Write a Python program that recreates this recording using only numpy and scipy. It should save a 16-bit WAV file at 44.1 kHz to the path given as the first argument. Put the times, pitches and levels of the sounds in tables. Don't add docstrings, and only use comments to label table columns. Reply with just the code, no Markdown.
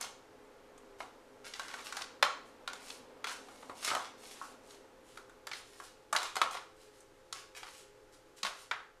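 import sys
import numpy as np
from scipy import signal
from scipy.fft import rfft, irfft, next_fast_len
from scipy.io import wavfile
from scipy.ndimage import map_coordinates

SR = 44100
rng = np.random.default_rng(int(sys.argv[2]) if len(sys.argv) > 2 else 0)


def persist_wave(psi):
    counts = np.round(np.clip(psi, -1, 1) * 32767).astype(np.int16)
    wavfile.write(sys.argv[1], SR, np.atleast_2d(counts).T)


N = 396886

# (time [s], pan floor level [dB], wall crease level [dB], fine tick level [dB])
SNAPS = [(0.011, -63, -43, -40), (0.0263, -61, -43, -52), (0.7775, -62, -66, -61.5),
         (1.0038, -41, -44, -63), (1.537, -62, -42, -60), (1.564, -56, -55, -61),
         (1.5953, -39, -42.5, -48.5), (1.682, -54, -50.5, -56), (1.7396, -42, -44, -53.5),
         (1.9242, -42, -45, -48.5), (1.9684, -40.5, -41.5, -46), (2.0188, -49.5, -39.5, -50.5),
         (2.2261, -22.5, -22, -36.5), (2.6764, -39.5, -38, -49), (2.7317, -49.5, -47.5, -50.5),
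         (2.901, -56, -43, -57), (3.2426, -39, -37, -49), (3.2698, -41.5, -41.5, -49.5),
         (3.485, -53.5, -59, -72), (3.626, -51, -55.5, -74), (3.696, -42.5, -51, -68),
         (3.8469, -47, -36, -38.5), (3.8808, -45, -39, -58), (3.903, -39.5, -36, -55),
         (3.9137, -31.5, -42, -61), (3.9333, -37, -45, -60), (3.9493, -33.5, -37, -42.5),
         (3.9652, -36, -54, -70), (4.4137, -40, -66, -73), (4.706, -66, -56, -63),
         (5.1729, -47.5, -52, -57.5), (5.2958, -57, -67, -66.5), (5.4694, -45, -44, -49.5),
         (5.5144, -47, -41, -59), (5.5325, -56, -41, -60), (5.7998, -45.5, -55.5, -59),
         (6.1272, -29.5, -38.5, -37), (6.1497, -29.5, -42, -47), (6.163, -33.5, -27.5, -38),
         (6.2297, -40, -43, -45), (6.3553, -40, -43, -44.5), (6.366, -33.5, -35.5, -43),
         (6.4155, -24, -27.5, -39.5), (6.5698, -44.5, -43.5, -63), (7.0056, -76, -78, -59.5),
         (7.3263, -44.5, -41, -43.5), (7.6306, -47, -47.5, -59), (8.4309, -41.5, -33.5, -43),
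         (8.449, -36.5, -36.5, -50), (8.712, -33, -32.5, -52.5)]
# (frequency [Hz], level [dB])
PAN_FLOOR = [(60, -55), (200, -24.5), (450, -9.5), (720, -1), (980, 3), (1350, 4.5), (1700, -3.5),
             (2600, -27.5), (6000, -46)]
# (frequency [Hz], level [dB])
CREASE = [(500, -36), (1300, -8.5), (2100, 3), (2800, -0.5), (3400, 3.5), (5000, 1), (7000, -8.5),
          (14000, -38)]
# (frequency [Hz], level [dB])
TICK = [(1500, -16), (4300, -19), (6200, 6.5), (8500, 2.5), (11000, -3.5), (14000, -16)]
# (frequency [Hz], width [Hz], level [dB])
PAN_MODES = [(757.5, 12, 1), (837, 8.7, -32), (1020, 10, -23), (1109, 20, 0), (1391, 36, -0.5),
             (1487, 33, -11), (1730, 17, -18), (2230, 27, -14), (2760, 38, -21), (3060, 63, -14),
             (3870, 39, -9), (4300, 74, -8), (5420, 82, -9)]
# (time [s], centre [Hz])
FLOOR_PITCH = [(1, 1010), (1.55, 1370), (2.23, 1150), (3.26, 1250), (3.7, 920), (3.9, 1100), (4.4, 1090),
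               (5.5, 1306), (6.42, 1073), (8.45, 1145), (8.7, 1360)]
# (start [s], length [s], level [dB])
SCRAPES = [(0, 0.06, -49), (1.44, 0.046, -49.5), (1.499, 0.36, -56.5), (1.841, 0.041, -46.5),
           (1.941, 0.088, -50.5), (2.725, 0.059, -59.5), (3.27, 0.071, -46.5), (3.825, 0.075, -39.5),
           (3.906, 0.16, -54), (5.509, 0.088, -52.5), (6.171, 0.11, -49), (6.506, 0.052, -48.5),
           (7.34, 0.071, -53), (7.545, 0.043, -49.5), (7.633, 0.07, -58), (8.443, 0.032, -44.5)]
# (middle [s], length [s], level [dB])
SMEARS = [(1.007, 0.054, -60.5), (2.474, 0.06, -69.5), (2.883, 0.23, -57.5), (3.582, 0.53, -67),
          (3.79, 0.1, -57), (3.859, 0.11, -47), (4.267, 0.22, -57.5), (4.425, 0.26, -61.5),
          (4.698, 0.16, -64.5), (5.116, 0.2, -67.5), (5.748, 0.25, -64.5), (5.851, 0.078, -59),
          (6.82, 0.14, -68), (6.959, 0.11, -70.5), (7.756, 0.19, -61), (8.138, 0.048, -65),
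          (8.38, 0.043, -59.5), (8.59, 0.14, -61)]
# (frequency [Hz], level [dB])
SCRAPE_COLOUR = [(300, -18), (700, -2.5), (1200, 4), (2000, 4.5), (3800, 1.5), (6000, -1.5), (14000, -36)]
# (frequency [Hz], level [dB])
SMEAR_COLOUR = [(1000, -37), (2800, 1.5), (4500, 1), (7500, 2.5), (10000, 0.5), (14000, -11.5)]
# (time [s], frequency [Hz], level [dB])
THUDS_AND_RINGS = [(2.226, 86, -68), (3.243, 470.3, -49), (3.915, 575, -39), (3.95, 262, -50),
                   (6.129, 200.3, -54), (6.77, 45, -63), (8.434, 204, -48.5)]
# (frequency [Hz], level [dB])
HUM = [(119, -81), (172, -87.5), (522.2, -68.5), (845.2, -75)]
# (frequency [Hz], level [dB])
AIR = [(8, -12), (22, 4.5), (45, -11), (100, -10), (170, -15.5), (250, -11.5), (340, -0.5), (385, -5),
       (412, 2), (440, -1), (560, -7), (680, -12), (1400, -11.5), (2500, -19), (7000, -25.5),
       (14000, -34.5)]
# (time [s], level [dB])
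RUSH_LEVEL = [(0, -61.5), (1.5, -62), (3.3, -58.5), (4.6, -61), (7, -80.5)]
# (frequency [Hz], level [dB])
RUSH_COLOUR = [(60, -33), (190, -6.5), (260, 8.5), (350, -5), (480, 6.5), (620, 0), (900, -0.5),
               (1500, -7.5), (3000, -16.5), (9000, -35)]
# (frequency [Hz], t60 [s])
KITCHEN_T60 = [(150, 0.54), (1000, 0.44), (3000, 0.45), (7000, 0.41), (14000, 0.25)]
# (delay [s], level [dB])
WALLS = [(.0098, -12.5), (0.0218, -13.5), (0.0407, -26)]

EVEN_FLOOR_HZ = 1173
BASE_LIFE_S = 0.0057
SOFT_DOUBLING_DB = 43
STRAYS_PER_S, STRAY_SCATTER_DB, STRAY_TICK_DB = 22, 3, -7.5
SCRAPE_WET_DB, SMEAR_FOIL_DB = -4.5, -3
KNEADING_DB = -83
TOP_HZ = 14150


def amp(db):
    return 10 ** (np.asarray(db) / 20)


def unit(x):
    return x / np.sqrt(np.mean(x ** 2) + 1e-20)


def along(points, hz):
    point_hz, values = np.transpose(points)
    return np.interp(np.log(hz + 1), np.log(point_hz + 1), values)


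def wobble(knots_per_s):
    knots = rng.standard_normal(int(N * knots_per_s / SR) + 4)
    return map_coordinates(knots, [np.arange(N) * knots_per_s / SR])


def filtered(x, response):
    size = next_fast_len(N + SR // 2)
    hz = np.fft.rfftfreq(size, 1 / SR)
    return irfft(rfft(x, size) * response(hz), size)[:N]


def add(track, time_s, sound):
    start = max(0, round(time_s * SR))
    part = track[start:start + len(sound)]
    part += sound[:len(part)]


def snaps():
    track = np.zeros(N)
    for time_s, floor_db, crease_db, tick_db in SNAPS + strays():
        shift = np.interp(time_s, *np.transpose(FLOOR_PITCH)) / EVEN_FLOOR_HZ
        life_s = BASE_LIFE_S * 2 ** ((floor_db - crease_db) / SOFT_DOUBLING_DB)
        floor = pan_response([(hz * shift, db) for hz, db in PAN_FLOOR], dents_db=2.13)
        tilt_db_per_octave = 0.59 * (tick_db - floor_db + 2.5)
        tilted = [(hz, db + tilt_db_per_octave * np.log2(hz / SR)) for hz, db in CREASE]
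        crease = pan_response(tilted, dents_db=2.0)
        tick = pan_response(TICK, dents_db=3.0)
        add(track, time_s, amp(floor_db) * buckle(floor, 1.31 * life_s, crack=0.76, tail_db=-2))
        add(track, time_s, amp(crease_db) * buckle(crease, 1.34 * life_s, crack=0.43, tail_db=-6.5))
        add(track, time_s, amp(tick_db) * buckle(tick, 0.86 * life_s, crack=0.55, tail_db=-5.5))
    return track


def strays():
    rows = []
    for start_s, length_s, db in SCRAPES:
        chance, place = rng.random((2, 12))
        scatter_db = STRAY_SCATTER_DB * rng.standard_normal((len(place), 3))
        for k in np.flatnonzero(chance < STRAYS_PER_S * length_s / len(place)):
            levels_db = db + scatter_db[k] + [0, 0, STRAY_TICK_DB]
            rows.append((start_s + length_s * place[k], *levels_db))
    return rows


def buckle(response, life_s, crack, tail_db):
    t = np.arange(SR // 40) / SR
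    force = rng.standard_normal(len(t)) * np.exp(-(t / max(life_s, .001)) ** 4.6)
    force *= amp(3.86 * rng.standard_normal(len(t)))
    crack_s = rng.uniform(.0003, .0018)
    force[round(crack_s * SR)] += crack * np.linalg.norm(force)
    direct = signal.fftconvolve(force, response)
    direct /= np.sqrt(np.mean(direct[:round(.008 * SR)] ** 2))
    sound = kitchen(response, tail_db, build_up_s=0.0044) * np.linalg.norm(direct)
    add(sound, 0, direct)
    for delay_s, db in WALLS:
        path = 1 + .1 * rng.uniform(-0.91, 1)
        add(sound, delay_s * path, amp(db) * direct)
    return sound


def pan_response(spectrum, dents_db, size=4096):
    hz = np.fft.rfftfreq(size, 1 / SR)
    peaks = 1 + sum(amp(db) / (1 + (2 * (hz - centre_hz) / width_hz) ** 2)
                    for centre_hz, width_hz, db in PAN_MODES)
    dents = map_coordinates(rng.standard_normal(size), [hz / 110], mode="mirror")
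    magnitude = amp(along(spectrum, hz) + dents_db * dents) * peaks
    cepstrum = irfft(np.log(magnitude))
    cepstrum[1:size // 2] *= 2
    cepstrum[size // 2 + 1:] = 0
    return irfft(np.exp(rfft(cepstrum)))[:size // 2]


def rubbing():
    wet = pan_response(SMEAR_COLOUR, dents_db=-2)
    fizz = signal.fftconvolve(rng.standard_normal(N), wet)[:N]
    track = amp(KNEADING_DB + 1.8 * wobble(11)) * unit(fizz)
    for start_s, length_s, db in SCRAPES:
        add(track, start_s, stroke(length_s, db, db + SCRAPE_WET_DB, rise=0.15, fall=0.11))
    for middle_s, length_s, db in SMEARS:
        sound = stroke(length_s, db + SMEAR_FOIL_DB, db, rise=0.34, fall=0.32)
        add(track, middle_s - length_s / 2, sound)
    return track


def stroke(length_s, scrape_db, smear_db, rise, fall):
    foil = pan_response(SCRAPE_COLOUR, dents_db=3.0)
    wet = pan_response(SMEAR_COLOUR, dents_db=1.5)
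    scrape = crinkle(foil, length_s, rise, fall, grains_per_s=420, spread_db=5.2, slip_db=2)
    smear = crinkle(wet, length_s, rise, fall, grains_per_s=1100, spread_db=3.0, slip_db=1.3)
    return amp(scrape_db) * scrape + amp(smear_db) * smear


def crinkle(response, length_s, rise, fall, grains_per_s, spread_db, slip_db):
    t = np.arange(max(round(length_s * SR), SR // 100)) / SR
    slip_knots = rng.standard_normal(SR // 100)
    slips = amp(slip_db * map_coordinates(slip_knots, [t * 90], order=1, mode="mirror"))
    sizes = amp(spread_db * np.minimum(rng.exponential(size=SR), 4.5)) * rng.choice([-1, 1], SR)
    grains = np.resize(sizes * (rng.random(SR) < grains_per_s / SR), len(t))
    swell = np.clip(np.minimum(t / rise, (t[-1] - t) / fall) / t[-1], 0, 1)
    heard = kitchen(response, tail_db=2.5)
    add(heard, 0, response / np.linalg.norm(response))
    sound = signal.fftconvolve(grains * slips * swell, heard)
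    return sound * np.sqrt(len(t) / (np.sum(sound ** 2) + 1e-20))


def thuds_and_rings():
    track, t = np.zeros(N), np.arange(SR // 4) / SR
    for time_s, hz, db in THUDS_AND_RINGS:
        onset = 1 - np.exp(-t / 0.0041)
        add(track, time_s, amp(db - 60 * t / 0.15) * np.sin(2 * np.pi * hz * t) * onset)
    return track


def kitchen(colour, tail_db, build_up_s=0.00057):
    hz, t, cells = signal.stft(rng.standard_normal(SR // 2), SR, nperseg=256)
    decay = amp(-60 * t / along(KITCHEN_T60, hz)[:, None])
    tail = signal.istft(cells * decay, SR, nperseg=256)[1]
    tail *= 1 - np.exp(-(np.arange(len(tail)) / SR / build_up_s) ** 2)
    tail = signal.fftconvolve(tail, colour)
    return amp(tail_db) * tail / np.linalg.norm(tail)


def motor_tone(hz):
    t = np.arange(N) / SR
    return amp(1.3 * wobble(9)) * unit(np.sin(2 * np.pi * hz * t + .4 * wobble(6)))


def coloured_noise(spectrum):
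    return unit(filtered(rng.standard_normal(N), lambda hz: amp(along(spectrum, hz))))


def appliance():
    tones = sum(amp(db) * motor_tone(hz) for hz, db in HUM)
    drone_hz = 411 + 9 * wobble(5)
    drone_level = amp(-70.5 + 3.9 * wobble(9.3))
    drone = drone_level * unit(np.sin(2 * np.pi * np.cumsum(drone_hz) / SR))
    fade = amp(np.interp(np.arange(N) / SR, [8.2, 8.9], [0, -3]))
    return fade * (tones + drone + amp(-63.0) * coloured_noise(AIR))


def far_rush():
    level_db = np.interp(np.arange(N) / SR, *np.transpose(RUSH_LEVEL))
    return amp(level_db) * coloured_noise(RUSH_COLOUR)


def scene():
    return (snaps() + rubbing() + thuds_and_rings() + appliance() + far_rush())[None]


def record(dry):
    return filtered(dry[0], lambda hz: 1 / np.sqrt(1 + (hz / TOP_HZ) ** 260))[None]


dry = scene()
out = record(dry)
persist_wave(out)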